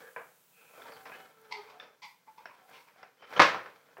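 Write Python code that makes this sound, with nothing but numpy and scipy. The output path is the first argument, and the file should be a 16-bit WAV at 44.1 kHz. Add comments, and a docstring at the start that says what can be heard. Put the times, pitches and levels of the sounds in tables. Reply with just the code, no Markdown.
"""A plastic table hockey figure slides and clicks along its slot, then knocks hard against the goal end
and rattles. Friction drives it into sound as it is drawn back and pushed forward; in between, its rod
scrapes and squeaks by stick-slip as it turns. Rubbing and knocks excite the modes of the hollow rink.
A small room reverberates, over faint room tone and microphone hiss."""
import sys
import numpy as np
from scipy import signal
from scipy.io import wavfile
from scipy.ndimage import uniform_filter1d

SR = 44100
rng = np.random.default_rng(int(sys.argv[2]) if len(sys.argv) > 2 else 0)


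def unload_wav(signal):
    """Save mono or channel-first audio to the path in sys.argv[1] as 16-bit WAV at rate SR, clipped to [-1, 1]."""
    wavfile.write(
        sys.argv[1],
        SR,
        np.round(np.clip(np.atleast_2d(signal).T, -1, 1) * 32767).astype(np.int16),
    )


N = 176400
CONTACT_S = 0.0007  # rise time of an impact


def amp(db):
    """Amplitude ratio of a level in decibels."""
    return 10 ** (np.asarray(db) / 20)


def unit(x):
    """Normalisation to unit rms."""
    return x / np.sqrt(np.mean(x ** 2) + 1e-20)


def at_frequency(points, hz):
    """Interpolation on a logarithmic frequency axis."""
    f, value = np.transpose(points)
    return np.interp(np.log(hz + 1), np.log(f), value)


def curve(points, column=1):
    """Linear interpolation of a time table at every sample."""
    rows = np.array(points)
    return np.interp(np.arange(N) / SR, rows[:, 0], rows[:, column])


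def add(mix, onset, sound):
    """Superposition of a sound on the mix, from an onset in seconds."""
    part = mix[max(round(onset * SR), 0):][:len(sound)]
    part += sound[:len(part)]


def colour(x, spectrum, tilt_db=0, size=4096):
    """Minimum-phase filtering at unit energy, with a tilt per octave from 500 to 6000 Hz."""
    hz = abs(np.fft.fftfreq(size, 1 / SR))
    gain = unit(amp(at_frequency(spectrum, hz) + tilt_db * np.log2(np.clip(hz, 500, 6000))))
    log_response = np.conj(signal.hilbert(np.log(gain + 1e-6)))
    taps = np.fft.ifft(np.exp(log_response)).real
    return signal.fftconvolve(x, taps[:size // 2])[:len(x)]


def decay(t, t60):
    """Exponential damping: 60 dB in t60 seconds."""
    return np.exp(-np.log(1000) * t / t60)


def attack(t, rise_s=CONTACT_S):
    """Exponential build-up to full amplitude."""
    return 1 - np.exp(-t / rise_s)


# Reverberation time of the room: f/Hz, T60/s
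ROOM_T60 = [(80, 0.4), (300, 0.38), (1000, 0.38), (2500, 0.37), (5500, 0.31), (14000, 0.4)]
def room_tail():
    """Diffuse field: dense reflections form a noise in which each band decays at its own rate."""
    hz, t, bands = signal.stft(rng.standard_normal(SR), SR, nperseg=256)
    bands = bands * decay(t, at_frequency(ROOM_T60, hz)[:, None])
    return signal.istft(bands, SR)[1][:SR] * attack(np.arange(SR) / SR, rise_s=0.0031)


def reverberate(x, wet_db):
    """Convolution with the room's response; direct and reverberant sound share the original power."""
    wet = signal.fftconvolve(x, unit(room_tail()) / np.sqrt(SR))[:len(x)]
    return (x + amp(wet_db) * wet) / np.hypot(1, amp(wet_db))


def friction(slips_per_s=2500, spread_db=2.5, lumps_per_s=80, lump_db=4):
    """Sliding friction: tiny random impulses, swelling in lumps as the foot catches and lets go."""
    sizes = amp(spread_db * np.minimum(rng.exponential(1, N), 4))
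    lumps = np.interp(np.arange(N) / SR * lumps_per_s, np.arange(SR), rng.uniform(-2.1, 2.0, SR))
    impulses = rng.choice([-1, 1], N) * (rng.random(N) < slips_per_s / SR)
    return unit(sizes * amp(lump_db * lumps) * impulses)


# Modes of the hollow rink: f/Hz, level/dB
RINK_MODES = [(104, -17.5), (176, -8.5), (198, -19.5), (300, -4), (339, -9), (509, 0.5), (581, 0),
              (624, 1.5), (763, -0.5), (966, 4.5), (1039, 5.5), (1081, 4), (1126, -2), (1223, -1.5),
              (1304, 2.5), (1341, 3.5), (1607, -3.5), (1693, 0.5), (1748, 0.5), (1785, -2), (2143, 2.5),
              (2493, -2), (2612, -7), (4012, -11), (5786, -14.5)]
def rink_ring(t60=0.23):
    """Free vibration: the rink's normal modes, in random phase and equally damped."""
    t = np.arange(SR) / SR
    modes = sum(amp(db) * np.sin(2 * np.pi * (hz * t + rng.random())) for hz, db in RINK_MODES)
    return unit(modes) * decay(t, t60) * attack(t)


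# Strength of the friction: t/s, relative level/dB
SLIDE_LEVEL = [(0, -48), (.08, -59.5), (.15, -70), (.3, -78), (.55, -75.5), (.59, -63), (.72, -62),
               (.79, -51.5), (.93, -55), (1.02, -55.5), (1.15, -51.5), (1.25, -58.5), (1.36, -63.5),
               (1.47, -60), (1.6, -60), (1.74, -62.5), (1.88, -58.5), (1.96, -73), (2.23, -78), (2.33, -63),
               (2.5, -69), (2.58, -62), (2.75, -53.5), (2.85, -73), (2.93, -63.5), (3.02, -62),
               (3.14, -73.5), (3.21, -63.5), (3.3, -50), (3.385, -33), (3.42, -49.5), (3.7, -59.5),
               (3.85, -61), (4, -68)]
# Spectrum of the rubbing: f/Hz, level/dB
SLIDE_SPECTRUM = [(50, -32.5), (110, -15.5), (170, -10.5), (230, -9), (340, -9), (450, 0.5), (600, -4.5),
                  (760, -3), (860, -2), (1050, -7), (1250, -4.5), (1620, -2.5), (1900, -12.5), (2130, -5.5),
                  (2350, -11), (2560, -9.5), (2800, -22.5), (3100, -11.5), (3700, -17), (4600, -18.5),
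                  (5500, -21), (6800, -29.5), (10000, -59), (16000, -57)]
def slide(gain_db=-2, ring_db=-7.5):
    """Forced vibration: the figure's foot rubs along the slot and drives the rink's modes."""
    slips = friction() * amp(gain_db + curve(SLIDE_LEVEL))
    ring = signal.fftconvolve(slips, unit(rink_ring()) / np.sqrt(SR))[:N]
    return reverberate(colour(slips, SLIDE_SPECTRUM) + amp(ring_db) * ring, wet_db=-4)


# Resonances excited by sliding: t/s, duration/s, start f/Hz, end f/Hz, pole bandwidth/Hz, level/dB
RESONANCES = [(0, .12, 490, 490, 60, -57), (0, .125, 1650, 1650, 200, -58),
              (0.5, 0.34, 2560, 2460, 280, -66), (.89, .42, 775, 772, 10, -58),
              (0.908, 0.065, 4750, 4400, 600, -62), (0.912, 0.078, 450, 425, 16, -56),
              (1.112, 0.052, 1660, 1690, 170, -51.5), (1.113, .15, 2956, 2956, 110, -67),
              (1.118, 0.05, 2540, 2620, 140, -55), (1.718, 0.1, 741, 710, 87, -59.5),
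              (1.83, 0.077, 590, 590, 300, -61), (2.6, 0.17, 746, 746, 68, -63.5),
              (2.724, 0.066, 2580, 2580, 1600, -58), (2.985, 0.07, 750, 760, 21, -58),
              (3.165, .19, 3070, 3070, 83, -68), (3.363, 0.018, 3070, 3150, 250, -40)]
def singing():
    """Resonance under random forcing: bands of noise sing out, some gliding in pitch."""
    out = np.zeros(N)
    for onset, duration, start_hz, end_hz, width_hz, db in RESONANCES:
        pole = np.exp(-np.pi * width_hz / SR)
        drive = rng.standard_normal(SR) + 1j * rng.standard_normal(SR)
        envelope = signal.lfilter([1], np.poly([pole, pole]), drive)[-int(duration * SR):]
        cycles = np.cumsum(np.linspace(start_hz, end_hz, len(envelope))) / SR
        band = (envelope * np.exp(2j * np.pi * cycles)).real
        add(out, onset, amp(db) * unit(band) * signal.windows.tukey(len(band), 0.5))
    return reverberate(out, wet_db=-6.5)


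# Spectrum of the microphone hiss: f/Hz, level/dB
HISS_SPECTRUM = [(30, -42), (1000, -14), (3000, 0), (5000, -6), (7500, 0.5), (10000, -1), (15500, 3)]
# Envelope of the hiss: t/s, level/dB
HISS_LEVEL = [(0, -62.5), (.45, -66), (.8, -61.5), (1.22, -64), (1.35, -71), (1.65, -69.5), (1.98, -77.5),
              (2.08, -66), (2.22, -75.5), (2.35, -70.5), (2.6, -73), (2.75, -65.5), (2.95, -73.5),
              (3.25, -77.5), (3.33, -62.5), (3.75, -72), (4, -73)]
def hiss(first_tick_s=0.132, tick_period_s=0.6415, tick_db=-56):
    """Broadband noise: microphone hiss of varying level, with faint periodic treble ticks."""
    out = colour(rng.standard_normal(N), HISS_SPECTRUM) * amp(curve(HISS_LEVEL))
    t = np.arange(SR // 10) / SR
    highpass = signal.butter(2, 8600, "high", fs=SR)
    for onset in np.arange(first_tick_s, N / SR, tick_period_s):
        tick = rng.standard_normal(len(t)) * decay(t, t60=0.016)
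        add(out, onset, amp(tick_db) * signal.lfilter(*highpass, tick))
    return out


# Spectrum of the room tone: f/Hz, level/dB
AIR_SPECTRUM = [(20, 5.5), (60, -28), (150, 7.5), (300, -1.5), (1000, -1), (2500, -8), (6000, -8.5),
                (16000, -48)]
def room_tone(level_db=-74.5):
    """Stationary noise: the room's ambient floor."""
    return amp(level_db) * colour(rng.standard_normal(N), AIR_SPECTRUM)


def impact(t60, crack, room_db):
    """Impulse response: a contact spike, the dense damped ring of plastic, and the room's tail."""
    t = np.arange(SR) / SR
    ring = rng.standard_normal(SR) * decay(t, t60) * attack(t)
    ring[round(CONTACT_S * SR)] += crack * np.linalg.norm(ring)
    return ring + amp(room_db) * room_tail()


# Taps in the slot: t/s, level/dB, tilt/(dB per octave), T60/s, room level/dB, cutoff f/Hz
SLOT_TAPS = [(0.162, -38, -2, 0.033, -4, 2600), (0.736, -53, -2, 0.042, -6, 2550),
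             (0.775, -49, -6, 0.05, -4.5, 6000), (0.818, -47.5, -1.5, 0.025, -13, 6100),
             (0.858, -50, -3.5, 0.023, -5.5, 3000), (0.885, -46.5, -4.5, 0.028, -4.5, 5000),
             (0.92, -48, 1.5, 0.07, -22, 6000), (1.054, -47, 0.5, 0.14, -5.5, 6000),
             (1.096, -40, -4, 0.016, -13.5, 4000), (1.117, -43, 0.5, 0.055, -11.5, 3200),
             (1.142, -49, -1, 0.044, -14, 3000), (1.702, -46, -5, .016, -16.5, 2500),
             (1.798, -43, 3, 0.023, -10, 7070), (2.4559, -36.5, 0, 0.033, -15, 8000),
             (2.885, -49.5, 1.5, 0.012, -13.5, 6000), (2.96, -53, -2, .025, -15, 2520),
             (3.029, -40.5, -1.5, 0.039, -15, 7800), (3.222, -47, -0.5, 0.044, -6, 6000),
             (3.3255, -32, -1, 0.015, -24, 3500), (3.887, -53, -5, 0.031, -20, 3000),
             (3.968, -44.5, 0, 0.039, -10.5, 2800), (3.983, -46, -10, 0.096, -6, 2510)]
# Spectrum of a tap: f/Hz, level/dB
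TAP_SPECTRUM = [(50, -39.5), (160, -13), (270, -16), (420, -1.5), (620, 2), (1000, 0), (1300, 1),
                (1600, 2.5), (1950, -0.5), (2500, -1), (3200, -13), (4200, -18.5), (5400, -10),
                (6800, -38.5), (16000, -42)]
def clicks():
    """Light impacts: the loose figure taps the sides of its slot, some taps dull, some bright."""
    out = np.zeros(N)
    for onset, db, tilt_db, t60, room_db, cutoff_hz in SLOT_TAPS:
        tap = colour(impact(t60, crack=0.13, room_db=room_db), TAP_SPECTRUM, tilt_db)
        lowpass = signal.butter(2, cutoff_hz, fs=SR)
        add(out, onset, amp(db) * signal.lfilter(*lowpass, tap))
    return out


# Modes of parts struck in some clicks: t/s, level/dB, f/Hz, T60/s
PART_MODES = [(.162, -33, 1560, 0.053), (.162, -34, 1680, 0.048), (.1625, -35.5, 995, 0.07),
              (.1625, -37.5, 2340, 0.04), (0.1627, -43, 474, 0.24), (.819, -42, 3500, 0.017),
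              (.858, -42, 930, 0.053), (1.056, -38, 1010, 0.044), (1.799, -34.5, 3550, 0.024),
              (1.799, -50, 725, 0.11), (1.799, -47.5, 1736, 0.09), (1.801, -46.5, 1270, 0.065),
              (2.455, -51.5, 5520, 0.02)]
def pings():
    """Damped harmonic oscillation: struck parts ring briefly as decaying sinusoids."""
    out, t = np.zeros(N), np.arange(SR) / SR
    for onset, db, hz, t60 in PART_MODES:
        ring = np.sin(2 * np.pi * hz * t) * decay(t, t60) * attack(t)
        add(out, onset, amp(db) * reverberate(ring, wet_db=-7))
    return out


# Course of the rod's squeak: t/s, f/Hz, relative level/dB
SQUEAK_PATH = [(1.35, 452, -98), (1.37, 441, -64), (1.538, 436, -58.5), (1.6, 411.8, -43.5),
               (1.64, 411, -67), (1.668, 435.4, -53), (1.712, 425, -81), (1.756, 431, -56.5),
               (1.82, 464, -79)]
# Partials of the squeak: harmonic number, level/dB
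SQUEAK_HARMONICS = [(1, 0.5), (2, -9.5), (3, -8.5)]
def rod_squeak(jitter=0.014, gain_db=-0.5):
    """Stick-slip oscillation: the turning rod gives a low harmonic tone of unsteady pitch."""
    t = np.arange(N) / SR
    wobble = unit(uniform_filter1d(rng.standard_normal(N), size=300))
    cycles = np.cumsum(curve(SQUEAK_PATH) * (1 + jitter * wobble)) / SR
    sounding = (t > SQUEAK_PATH[0][0]) & (t < SQUEAK_PATH[-1][0])
    envelope = amp(gain_db + curve(SQUEAK_PATH, column=2)) * sounding
    return envelope * sum(amp(db) * np.sin(2 * np.pi * k * cycles) for k, db in SQUEAK_HARMONICS)


# Rod strokes: t/s, duration/s, level/dB, tilt/(dB per octave), frequency ratio, ramp/s, room level/dB
ROD_STROKES = [(1.508, 0.058, -43.5, -1, 0.95, 0.0089, 1.5), (1.522, 0.0077, -37, 1.5, 0.97, 0.002, -3),
               (1.658, 0.088, -56.5, -5, 1.01, 0.021, -3), (1.699, 0.013, -49, -4.5, 1.07, 0.0016, 0),
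               (2.017, 0.053, -46, 0.5, .98, 0.015, -2), (2.262, 0.046, -52.5, -9, 0.97, 0.025, -6),
               (2.375, 0.022, -49.5, -6, 1.04, 0.005, -0.5), (2.489, 0.032, -52, -9.5, 1.08, 0.0083, -5),
               (2.714, 0.11, -58.5, -1, 1.01, 0.012, 2), (2.867, 0.032, -56.5, -5.5, 1.02, 0.017, -6)]
# Spectrum of the rod in its guide: f/Hz, level/dB
ROD_SPECTRUM = [(100, -31), (600, -23), (720, -19.5), (810, -6), (900, 4), (1060, 1), (1300, -20),
                (1550, -18), (1850, -19), (2100, 0), (2350, -1.5), (2750, -13.5), (3400, -11), (4000, -13),
                (4700, -9), (5700, -15), (7500, -30), (15000, -52)]
def rod_scrapes(sag_db=-8):
    """Friction noise shaped by resonances: short hollow scrapes of the rod, each weakening as it goes."""
    out, t = np.zeros(N), np.arange(SR // 2) / SR
    for onset, duration, db, tilt_db, ratio, ramp_s, room_db in ROD_STROKES:
        ramps = np.clip(np.minimum(t, duration - t) / ramp_s, 0, 1)
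        sag = amp(sag_db * (np.minimum(t / duration, 1) - 0.5))
        spectrum = np.array(ROD_SPECTRUM) * [ratio, 1]
        scrape = colour(ramps * sag * rng.standard_normal(len(t)), spectrum, tilt_db)
        add(out, onset, amp(db) * reverberate(scrape, room_db))
    return out


# Collisions at the goal end: t/s, relative level/dB, tilt/(dB per octave)
GOAL_KNOCKS = [(3.346, -40.5, -7), (3.3633, -22.5, -6), (3.3945, 1, -3.5), (3.3992, -7, 3.5),
               (3.4155, -6.5, 1.5), (3.4192, -6, 2.5), (3.531, -26, -5), (3.545, -21, -5.5),
               (3.659, -33, -3)]
# Spectrum of a knock: f/Hz, level/dB
KNOCK_SPECTRUM = [(30, -39.5), (55, -48), (105, -15.5), (130, -18), (175, -16), (245, -16), (310, -9),
                  (420, -6.5), (560, -3), (800, -2), (1300, 3), (1750, 2), (2250, -1), (2800, -7),
                  (4000, -10.5), (5600, -16), (7500, -31.5), (10500, -44), (16000, -48)]
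def knocks(gain_db=-9, ring_db=-9):
    """Impulsive excitation: the figure hits the end of the slot and rebounds, ringing the rink."""
    out = np.zeros(N)
    for onset, db, tilt_db in GOAL_KNOCKS:
        hit = colour(impact(t60=0.046, crack=0.39, room_db=-9), KNOCK_SPECTRUM, tilt_db)
        add(out, onset, amp(gain_db + db) * (hit + amp(ring_db) * rink_ring()))
    return out


def scene():
    """Linear superposition of all sources at one microphone."""
    sustained = slide() + singing() + hiss() + room_tone()
    return (sustained + clicks() + pings() + rod_squeak() + rod_scrapes() + knocks())[None]


def record(dry, low_cut_hz=62, band_limit_hz=15900):
    """Band limiting: a high-pass that removes the deep bass, and the recorder's steep low-pass."""
    highpass = signal.butter(3, low_cut_hz, "high", fs=SR, output="sos")
    lowpass = signal.firwin(511, band_limit_hz, window=("kaiser", 9), fs=SR)
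    return signal.oaconvolve(signal.sosfilt(highpass, dry), lowpass[None], "same")


dry = scene()
out = record(dry)
unload_wav(out)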